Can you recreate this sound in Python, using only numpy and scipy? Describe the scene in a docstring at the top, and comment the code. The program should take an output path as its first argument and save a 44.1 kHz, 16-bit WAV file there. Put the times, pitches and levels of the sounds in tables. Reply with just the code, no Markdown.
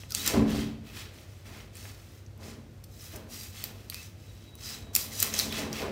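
"""Cutting fish in a sink

A cleaver saws through a fish on a plastic board that lies in a steel sink. Each stroke tears skin
and wet flesh; small bones snap and wet skin squeaks on the blade. Where the edge drags or lands
on the board, board and sink rumble and thud. The steel walls throw the cutting sounds back.
A kitchen fan hums underneath, and a faint, thin whine swells once near the end."""
import sys
import numpy as np
from scipy import signal
from scipy.fft import rfft, irfft, next_fast_len
from scipy.io import wavfile
from scipy.ndimage import uniform_filter1d, map_coordinates

SR = 44100
rng = np.random.default_rng(int(sys.argv[2]) if len(sys.argv) > 2 else 0)


def int16_out(signal):
    """Quantize to a 16-bit WAV file."""
    q = np.round(np.clip(np.atleast_2d(signal).T, -1, 1) * 32767)
    wavfile.write(sys.argv[1], SR, q.astype(np.int16))


N = 260631
TIME = np.arange(N) / SR
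HAND_TIME = TIME[::64]  # the hand moves slowly, so coarse time steps are enough

# Strokes of the blade. Rub is the flesh, crunch the skin, gap the wet slit beside the blade.
# Blade ring and the extra fizz of the scales are relative to the tearing skin.
# start_s, rise_s, hold_s, rub_db, crunch_db, gap_hz, blade_db, fizz_db
BLADE_STROKES = [(0.0, 0.0013, .002, -57, -51.5, 3700, -1, -1),
                 (0.074, 0.038, .01, -57, -48.5, 3700, -16, -11),
                 (0.134, 0.017, 0.12, -44.5, -39, 3700, -17, -1),
                 (0.232, 0.044, 0.0064, -35, -30, 2590, -11, -8),
                 (0.45, 0.061, 0.099, -43.5, -46.5, 3300, -18, -4),
                 (0.819, 0.056, 0.068, -55.5, -65, 2800, -2.5, 9),
                 (0.903, 0.084, 0.016, -46.5, -47.5, 2950, -28, -2),
                 (1.107, 0.042, 0.077, -60, -59, 2220, -18, -1.5),
                 (1.258, 0.042, 0.11, -65.5, -65.5, 2200, -16, 0),
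                 (1.437, 0.029, 0.14, -54.5, -58, 1500, -18, -1),
                 (1.705, 0.084, 0.11, -55.5, -52.5, 2000, -29, -1.5),
                 (1.915, 0.027, 0.24, -65.5, -64, 1900, -9, 1),
                 (2.375, 0.086, 0.037, -55, -51.5, 1800, -10, -6.5),
                 (2.646, 0.081, 0.15, -83, -79, 1800, -19, 3),
                 (2.853, 0.11, 0.097, -69, -59.5, 1800, -3, 3.5),
                 (2.948, 0.1, 0.024, -57.5, -52, 1800, -2, 4.5),
                 (3.095, 0.038, 0.0082, -53, -53.5, 1300, 2, 8),
                 (3.266, 0.08, 0.11, -54, -47, 2500, -19, 1.5),
                 (3.497, 0.092, 0.065, -50.5, -48.5, 3300, -21, 0),
                 (3.72, 0.027, 0.11, -63.5, -65.5, 2800, -15, 2),
                 (3.85, 0.11, 0.075, -55.5, -51, 2400, -8, -0.5),
                 (4.134, 0.084, .26, -64.5, -64, 2900, -10, -1),
                 (4.541, 0.16, 0.036, -48.5, -44, 3350, -2, 0),
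                 (4.925, 0.045, 0.036, -44.5, -38.5, 4070, -28, 4.5),
                 (5.091, 0.054, .04, -51.5, -40, 3200, -22, -3.5),
                 (5.161, .045, 0.0087, -46, -34.5, 2800, -25, 1.5),
                 (5.214, 0.0083, 0.025, -39, -38.5, 1290, -11, 6),
                 (5.285, 0.12, 0.0045, -39.5, -31.5, 3160, -4, -3.5),
                 (5.471, 0.11, 0.018, -39.5, -40, 2190, -8, -4.5),
                 (5.697, 0.079, 0.027, -41, -44.5, 2470, -13, -1.5)]
# Tone colour of wet flesh being rubbed: frequency_hz, gain_db
FLESH_COLOUR = [(300, -34.5), (800, -4), (1300, -1), (2100, 2), (3400, 0.5), (5000, -2.5), (8000, -15),
                (16000, -34)]
# Tone colour of tearing skin: frequency_hz, gain_db
SKIN_COLOUR = [(600, -37.5), (2000, -17), (3500, -3.5), (5100, 2), (6500, 0.5), (8500, -2.5), (11000, -6),
               (14000, -2.5), (15800, -6.5), (16300, -70)]
# Modes (natural ringing notes) of the blade, damped by the flesh. 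A wider mode dies sooner.
# pitch_hz, width_hz, relative_db
BLADE_MODES = [(4020, 110, 3.5), (5210, 110, 3.5), (6080, 440, 6.5), (7620, 87, -1)]
# Bones that snap: start_s, level_db, ring_hz, ring_db, relative_treble_db, break_ms
BONE_SNAPS = [(0.0343, -44.5, 1800, 18, -24, 2.2), (0.1059, -35.5, 4850, -3, -4, 1.8),
              (0.12, -29, 5300, 7, -2, 2.5), (0.1483, -17, 4700, -14, -28, 1.2),
              (0.2615, -27, 3930, -2, 0, 4), (0.2755, -18.5, 7370, -8, -12, 3.1),
              (1.185, -49, 3450, 4, -26, 2.1), (1.7537, -41, 2540, -11, -4, 0.87),
              (1.769, -42, 6000, -4, -6, 1.3), (1.853, -41.5, 1920, 11, -28, 2.7),
              (2.262, -54, 5750, 14, -25, 2.5), (2.376, -55, 9000, -6, 0, 1.3),
              (2.8385, -48, 6000, -13, -21, 6.4), (3.158, -42, 2440, -15, -17, 10),
              (3.6394, -24, 4940, -4, -8, 0.99), (3.899, -27.5, 5040, -3, -7, 1.04),
              (3.923, -41.5, 2280, 9, -22, 2.4), (3.9437, -30.5, 4630, -4, -19, 0.68),
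              (4.553, -43, 3880, -5, -3, 1.2), (4.9511, -12.5, 5170, 4.5, 3, 1.6),
              (4.9612, -14.5, 2590, -12, -4.5, 2.7), (5.201, -21.5, 8000, 8, 4, 2.2),
              (5.2261, -14.5, 2940, -18, -18, 2.8), (5.3387, -24.5, 6400, 2.5, -37, 1.6),
              (5.3426, -27, 2800, -7, -38, 1.5), (5.39, -16.5, 5670, -6, -30, 0.55),
              (5.3973, -17, 4340, -3, -25, 0.33), (5.524, -31.5, 3730, 9, -3, 4.5),
              (5.728, -31, 5530, 11, -1, 3.4)]
# Tone colour of a breaking bone: frequency_hz, gain_db
BONE_COLOUR = [(200, -23), (1000, -38), (2500, -15.5), (5000, -7.5), (8000, -1.5), (11000, -4.5),
               (14500, -2), (17000, -29)]
# Wet skin squeaks on the steel: start_s, end_s, first_hz, last_hz, level_db
SKIN_SQUEAKS = [(0.103, 0.142, 1560, 1210, -55), (0.151, 0.244, 3250, 4360, -46),
                (3.304, 3.452, 5240, 4700, -53), (3.913, 4.034, 2400, 2710, -56),
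                (4.623, 4.755, 4960, 5100, -45.5), (5.115, 5.137, 2120, 1970, -48.5),
                (5.487, 5.604, 3400, 3400, -46), (5.757, 5.81, 2780, 2680, -47.5)]
# The edge drags, so the sink booms and the board judders: start_s, rise_s, hold_s, boom_db, judder_db
EDGE_DRAGS = [(0.107, 0.055, .12, -44.5, -58.5), (0.254, 0.066, 0.028, -40, -38),
              (0.334, .006, 0.0033, -21, -29.5), (0.499, .01, 0.033, -31.5, -45),
              (0.863, 0.025, 0.33, -68, -60.5), (1.444, 0.035, .09, -56, -55), (1.8, .04, 0.02, -63, -57.5),
              (2.338, 0.1, 0.075, -48, -52.5), (3.116, 0.035, 0.015, -51, -47.5),
              (3.23, 0.023, 0.1, -55, -67), (3.604, 0.043, 0.065, -54.5, -54),
              (4.195, 1, 0.091, -50, -53.5), (5.214, 0.019, 0.77, -46, -47.5),
              (5.4, 0.017, 0.019, -41, -48), (5.561, 0.033, 0.056, -39.5, -40),
              (5.785, 0.042, 0.018, -45, -34.5)]
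# Modes of the sink under the board: pitch_hz, width_hz, relative_db
SINK_MODES = [(62.7, 33, -24), (89.7, 14, -12.5), (132.5, 10.6, -6.5), (176, 25, -6), (218.9, 4.2, 2.5),
              (237.4, 2.6, -8.5), (281, 2.3, -3), (383.7, 1.1, -10)]
# Modes of the plastic board: pitch_hz, width_hz, relative_db
BOARD_MODES = [(288, 240, 3.5), (439, 66, 3.5), (528, 38, -0.5), (612.6, 12, -5.5), (658, 80, 0),
               (805, 39, -4.5), (1002, 120, -4), (1310, 2100, 3)]
# The blade lands on the board: start_s, peak_db
BLADE_LANDINGS = [(0.275, -31.5), (0.34, -17.5), (3.138, -34)]
# Modes of the board bouncing on the sink: pitch_hz, width_hz, relative_db
BOUNCE_MODES = [(72, 14, 5), (91, 8, -6.5), (155, 57, -0.5), (310, 76, 7)]
# Tone colour of the fan's rushing air: frequency_hz, gain_db
FAN_COLOUR = [(20, -34), (35, -35), (52, 4.5), (80, 5.5), (110, -2), (160, -3.5), (300, -10.5), (550, -13),
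              (1000, -23.5), (2500, -26.5), (6000, -30.5), (11000, -38.5), (15500, -37), (16500, -89)]
# Tones in the fan's hum: pitch_hz, typical_level_db
FAN_TONES = [(52.4, -61), (87.3, -57.5), (100, -52.5), (133, -62.5), (236, -71), (336, -69.5)]
# Time the kitchen's echo takes to fade by 60 dB: frequency_hz, fade_s
ROOM_FADE = [(150, 0.45), (1000, 0.64), (5000, 0.29), (15000, 0.32)]


def sawing(fizz_hz=9000):
    """Flesh squelches beside the blade while the edge tears skin and scales and makes the steel ring."""
    start, rise, hold, rub_db, crunch_db, gap_hz, blade_db, fizz_db = np.transpose(BLADE_STROKES)
    # after a stroke the dry crunch dies first and the wet rubbing lingers
    rub = move_powers(start, rise, hold, rub_db, fall_db_per_s=123)
    crunch = move_powers(start, rise, hold, crunch_db, fall_db_per_s=184)
    squelch = colour(slips(per_s=5000, spread_db=-1.5, clump_db=1.5, clump_hz=170), FLESH_COLOUR)
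    wet_gap = gliding_ring(squelch, follow_strongest(gap_hz, rub), width_hz=2400)
    flesh = blend(squelch, wet_gap, second_db=-6)
    fibres = slips(per_s=8000, spread_db=3, clump_db=1, clump_hz=190)
    scales = slips(per_s=120, spread_db=3, clump_db=1.5, clump_hz=25)  # single scales flick past
    tearing = blade_echo(colour(blend(fibres, scales, second_db=-11), SKIN_COLOUR))
    steel = ring_modes(slips(per_s=14000, spread_db=-1.5, clump_db=5, clump_hz=250), BLADE_MODES)
    fizz = signal.lfilter(*signal.butter(1, fizz_hz, "high", fs=SR), tearing)
    tearing = tearing + (amp(follow_strongest(fizz_db, crunch)) - 1) * fizz
    skin = blend(tearing, steel, follow_strongest(blade_db, crunch))
    # the blade never rests entirely in the cut
    return unit(flesh) * loudness(rub, idle_db=-80.5) + unit(skin) * loudness(crunch, idle_db=-98)


def blade_echo(sound, delay_ms=1.072, swing=0.135, share=0.32):
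    """The flat of the moving blade mirrors the sound, so faint peaks slide about in its tone."""
    delay = delay_ms * SR / 1000 * np.exp(swing * wander(3))
    mirrored = map_coordinates(sound, [np.arange(N) - delay], order=3)
    return (sound + share * mirrored) / np.hypot(1, share)


def bone_snaps(ring_width_hz=650, splinter_db=-18, splinter_s=0.0018, treble_lift_db=12):
    """Fibres of bone give way all at once (a snap) or spread out (a crunch), then splinter briefly."""
    out, t = np.zeros(N), np.arange(2048) / SR
    treble_filter = signal.butter(1, 8000, "high", fs=SR)
    for start, level_db, ring_hz, ring_db, treble_db, break_ms in BONE_SNAPS:
        breaking = np.exp(-(1000 * t / break_ms) ** 3)
        splinters = amp(splinter_db) * np.exp(-t / splinter_s)
        fibres = rng.choice([-1, 1], len(t)) * rng.random(len(t)) ** (break_ms / 4)
        burst = fibres * (breaking + splinters)
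        crack = colour(burst, BONE_COLOUR)
        crack += (amp(treble_db + treble_lift_db) - 1) * signal.lfilter(*treble_filter, crack)
        crack += amp(ring_db) * ring(burst, ring_hz, ring_width_hz)
        # a small bone gives off little sound below its own note
        crack = signal.lfilter(*signal.butter(2, ring_hz * .4, "high", fs=SR), crack)
        loudest = np.sqrt(uniform_filter1d(crack ** 2, size=88).max())  # level of the loudest 2 ms
        add(out, start + .0006, amp(level_db) * crack / loudest)
    return out


def skin_squeaks(width_share=0.02):
    """Wet skin slips quickly on the steel, and the slips lock loosely onto one gliding pitch."""
    out = np.zeros(N)
    for start, end, first_hz, last_hz, level_db in SKIN_SQUEAKS:
        size = round((end - start) * SR)
        noise = rng.standard_normal(SR)[:size]
        tone = gliding_ring(noise, np.linspace(first_hz, last_hz, size), width_share * first_hz)
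        add(out, start, amp(level_db) * unit(tone) * signal.windows.tukey(size, .5))
    return out


def edge_dragging(boom_lag_s=.05, even_boom_db=-37, pivot_hz=212):
    """The edge judders over the board, which shakes the sink below."""
    start, rise, hold, boom_db, judder_db = np.transpose(EDGE_DRAGS)
    # a hand leaning on the board keeps both faintly astir between drags
    boom = loudness(move_powers(start, rise + boom_lag_s, hold, boom_db, fall_db_per_s=69.5), idle_db=-67)
    judder = loudness(move_powers(start, rise, hold, judder_db, fall_db_per_s=73.5), idle_db=-74)
    push = slips(per_s=1100, spread_db=1.5, clump_db=1.5, clump_hz=43)
    chatter = slips(per_s=1800, spread_db=1, clump_db=0.2, clump_hz=75)
    chatter = signal.sosfilt(signal.butter(2, 260, "high", fs=SR, output="sos"), chatter)
    # a light drag wakes the sink's low modes, a hard one its higher ones
    tilt_db_per_octave = 0.31 * (20 * np.log10(boom) - even_boom_db)
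    sink = np.zeros(N)
    for hz, width_hz, db in SINK_MODES:
        # friction keeps feeding each mode, so none of them fades out for long
        note = even_out(ring(push, hz, width_hz), samples=5000)
        sink += amp(db + tilt_db_per_octave * np.log2(hz / pivot_hz)) * note
    board = even_out(ring_modes(chatter, BOARD_MODES), samples=3000)
    return sink / combined_gain(SINK_MODES) * boom + board * judder


def cleaver_thuds():
    """The weight of the cleaver comes down through the fish: a soft push that bounces the board."""
    out, push = np.zeros(N), np.zeros(SR // 2)
    push[:96] = signal.windows.hann(96)  # about 2 ms long
    bounce = ring_modes(push, BOUNCE_MODES)
    for start, peak_db in BLADE_LANDINGS:
        add(out, start, amp(peak_db) * bounce / abs(bounce).max())
    return out


def kitchen_echo(sound, near_db=-9, near_s=0.003, far_db=-10):
    """Adds quick reflections between the steel walls, then the longer echo of the room."""
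    t = np.arange(SR // 2) / SR
    near = rng.standard_normal(len(t)) * (rng.random(len(t)) < .1)
    near *= np.exp(-t / near_s) * (t > .0015)
    hz, age, spectrum = signal.stft(rng.standard_normal(len(t)) * (t > .006), SR, nperseg=256)
    fade = amp(-60 * age / look_up(ROOM_FADE, hz)[:, None])
    far = signal.istft(spectrum * fade, SR, nperseg=256)[1][:len(t)]
    echoes = amp(near_db) * near / np.linalg.norm(near) + amp(far_db) * far / np.linalg.norm(far)
    return sound + signal.fftconvolve(sound, echoes)[:N]


def fan(air_db=-52.5, waver_hz=0.53, waver_db=2.9):
    """Dull air noise and the wavering tones of motor and rotor."""
    air = unit(colour(rng.standard_normal(N), FAN_COLOUR, size=8192))
    hum = np.zeros(N)
    for hz, level_db in FAN_TONES:
        tone = unit(sine(hz + waver_hz * wander(5.8)))
        hum += tone * amp(level_db + waver_db * wander(9.8))
    return amp(air_db) * air + hum


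def faint_whine(start_s=4.09, level_db=-65, final_hz=3870, sag_hz=100, settle_s=.1):
    """A thin, fluttering tone swells, drops a little in pitch and fades."""
    hz = final_hz + sag_hz * np.exp(-np.maximum(TIME - start_s, 0) / settle_s)
    tone = sine(hz + 4 * wander(40)) * amp(4.8 * wander(25))
    swell = envelope(start_s, rise_s=0.39, hold_s=0.45, fall_db_per_s=95)
    return unit(tone) * amp(level_db) * np.interp(TIME, HAND_TIME, swell)


def slips(per_s, spread_db, clump_db, clump_hz):
    """Rubbing surfaces stick and let go, making tiny clicks of uneven size that come in clumps."""
    sizes = amp(spread_db * np.minimum(rng.exponential(1, N), 4))
    clicks = (rng.random(N) < per_s / SR) * rng.choice([-1, 1], N) * sizes
    return unit(clicks * amp(clump_db * wander(clump_hz)))


def envelope(start_s, rise_s, hold_s, fall_db_per_s):
    """A smooth rise, a hold and a steady fall."""
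    age = HAND_TIME - start_s
    attack = np.sin(np.pi / 2 * np.clip(age / rise_s, 0, 1)) ** 2
    return attack * amp(-fall_db_per_s * np.maximum(age - rise_s - hold_s, 0))


def move_powers(starts, rises, holds, levels_db, fall_db_per_s):
    """The power of each hand movement over time, one row for each."""
    return np.array([(amp(db) * envelope(start, rise, hold, fall_db_per_s)) ** 2
                     for start, rise, hold, db in zip(starts, rises, holds, levels_db)])


def loudness(powers, idle_db):
    """Overlapping movements add up over a faint idle level."""
    return np.interp(TIME, HAND_TIME, np.sqrt(powers.sum(0) + amp(idle_db) ** 2))


def follow_strongest(values, powers):
    """Turns one value per movement into a curve that leans toward the strongest movement."""
    weight = powers + 1e-20
    return np.interp(TIME, HAND_TIME, values @ weight / weight.sum(0))


def ring(sound, hz, width_hz):
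    """Rings one mode; white noise comes out as strong as it went in."""
    decay = np.exp(-np.pi * width_hz / SR)
    feedback = decay * np.exp(2j * np.pi * hz / SR)
    return np.sqrt(2 * (1 - decay ** 2)) * signal.lfilter([1], [1, -feedback], sound).imag


def ring_modes(sound, modes):
    """Rings all the modes of an object, with their powers adding up to 1."""
    return sum(amp(db) * ring(sound, hz, width_hz) for hz, width_hz, db in modes) / combined_gain(modes)


def combined_gain(modes):
    """The strength of a set of modes taken together."""
    return np.linalg.norm(amp(np.array(modes)[:, 2]))


def gliding_ring(sound, hz, width_hz):
    """Rings one mode whose pitch follows the curve hz."""
    turn = np.exp(2j * np.pi * np.cumsum(hz) / SR)
    decay = np.exp(-np.pi * width_hz / SR)
    return (turn * signal.lfilter([1 - decay], [1, -decay], sound / turn)).real


def even_out(sound, samples):
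    """Evens out the slow swells of a ringing sound."""
    return sound / np.sqrt(uniform_filter1d(sound ** 2, samples) + 1e-9)


def colour(sound, table, size=4096):
    """Gives a sound the tone colour in a table, with no ringing ahead of a click."""
    log_gain = np.log(amp(look_up(table, abs(np.fft.fftfreq(size, 1 / SR)))))
    taps = np.fft.ifft(np.exp(np.conj(signal.hilbert(log_gain)))).real
    return signal.fftconvolve(sound, taps[:size // 2])[:len(sound)]


def look_up(table, hz):
    """Reads between the rows of a table, giving every octave the same room."""
    row_hz, values = np.transpose(table)
    return np.interp(np.log(hz + 1), np.log(row_hz), values)


def wander(top_hz):
    """A random curve of average size 1 that wiggles up to top_hz times a second."""
    size = next_fast_len(N, real=True)
    slow = np.fft.rfftfreq(size, 1 / SR) < top_hz
    return unit(irfft(rfft(rng.standard_normal(size)) * slow, size)[:N])


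def sine(hz):
    """A pure tone whose pitch follows the curve hz."""
    return np.sin(2 * np.pi * np.cumsum(hz) / SR)


def blend(first, second, second_db):
    """Mixes two sounds to a level near 1, the second at second_db relative to the first."""
    return (unit(first) + amp(second_db) * unit(second)) / np.hypot(1, amp(second_db))


def add(mix, start_s, sound):
    """Mixes a sound in at start_s."""
    part = mix[round(start_s * SR):][:len(sound)]
    part += sound[:len(part)]


def amp(db):
    """Turns decibels into a gain."""
    return 10 ** (np.asarray(db) / 20)


def unit(sound):
    """Scales to an average level (rms) of 1."""
    return sound / np.sqrt(np.mean(sound ** 2) + 1e-20)


def scene():
    """The echoing cuts over the rumble of board and sink, the fan and the whine, in one channel."""
    cutting = kitchen_echo(sawing() + bone_snaps() + skin_squeaks())
    return (cutting + edge_dragging() + cleaver_thuds() + fan() + faint_whine())[None]


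def record(dry):
    """Takes away the deepest bass (below 44 Hz) and the highest treble (above 16900 Hz)."""
    thinned = signal.sosfilt(signal.butter(5, 44, "high", fs=SR, output="sos"), dry)
    treble_cut = signal.firwin(401, 16900, window=("kaiser", 9), fs=SR)
    return signal.oaconvolve(thinned, treble_cut[None], "same")


dry = scene()
out = record(dry)
int16_out(out)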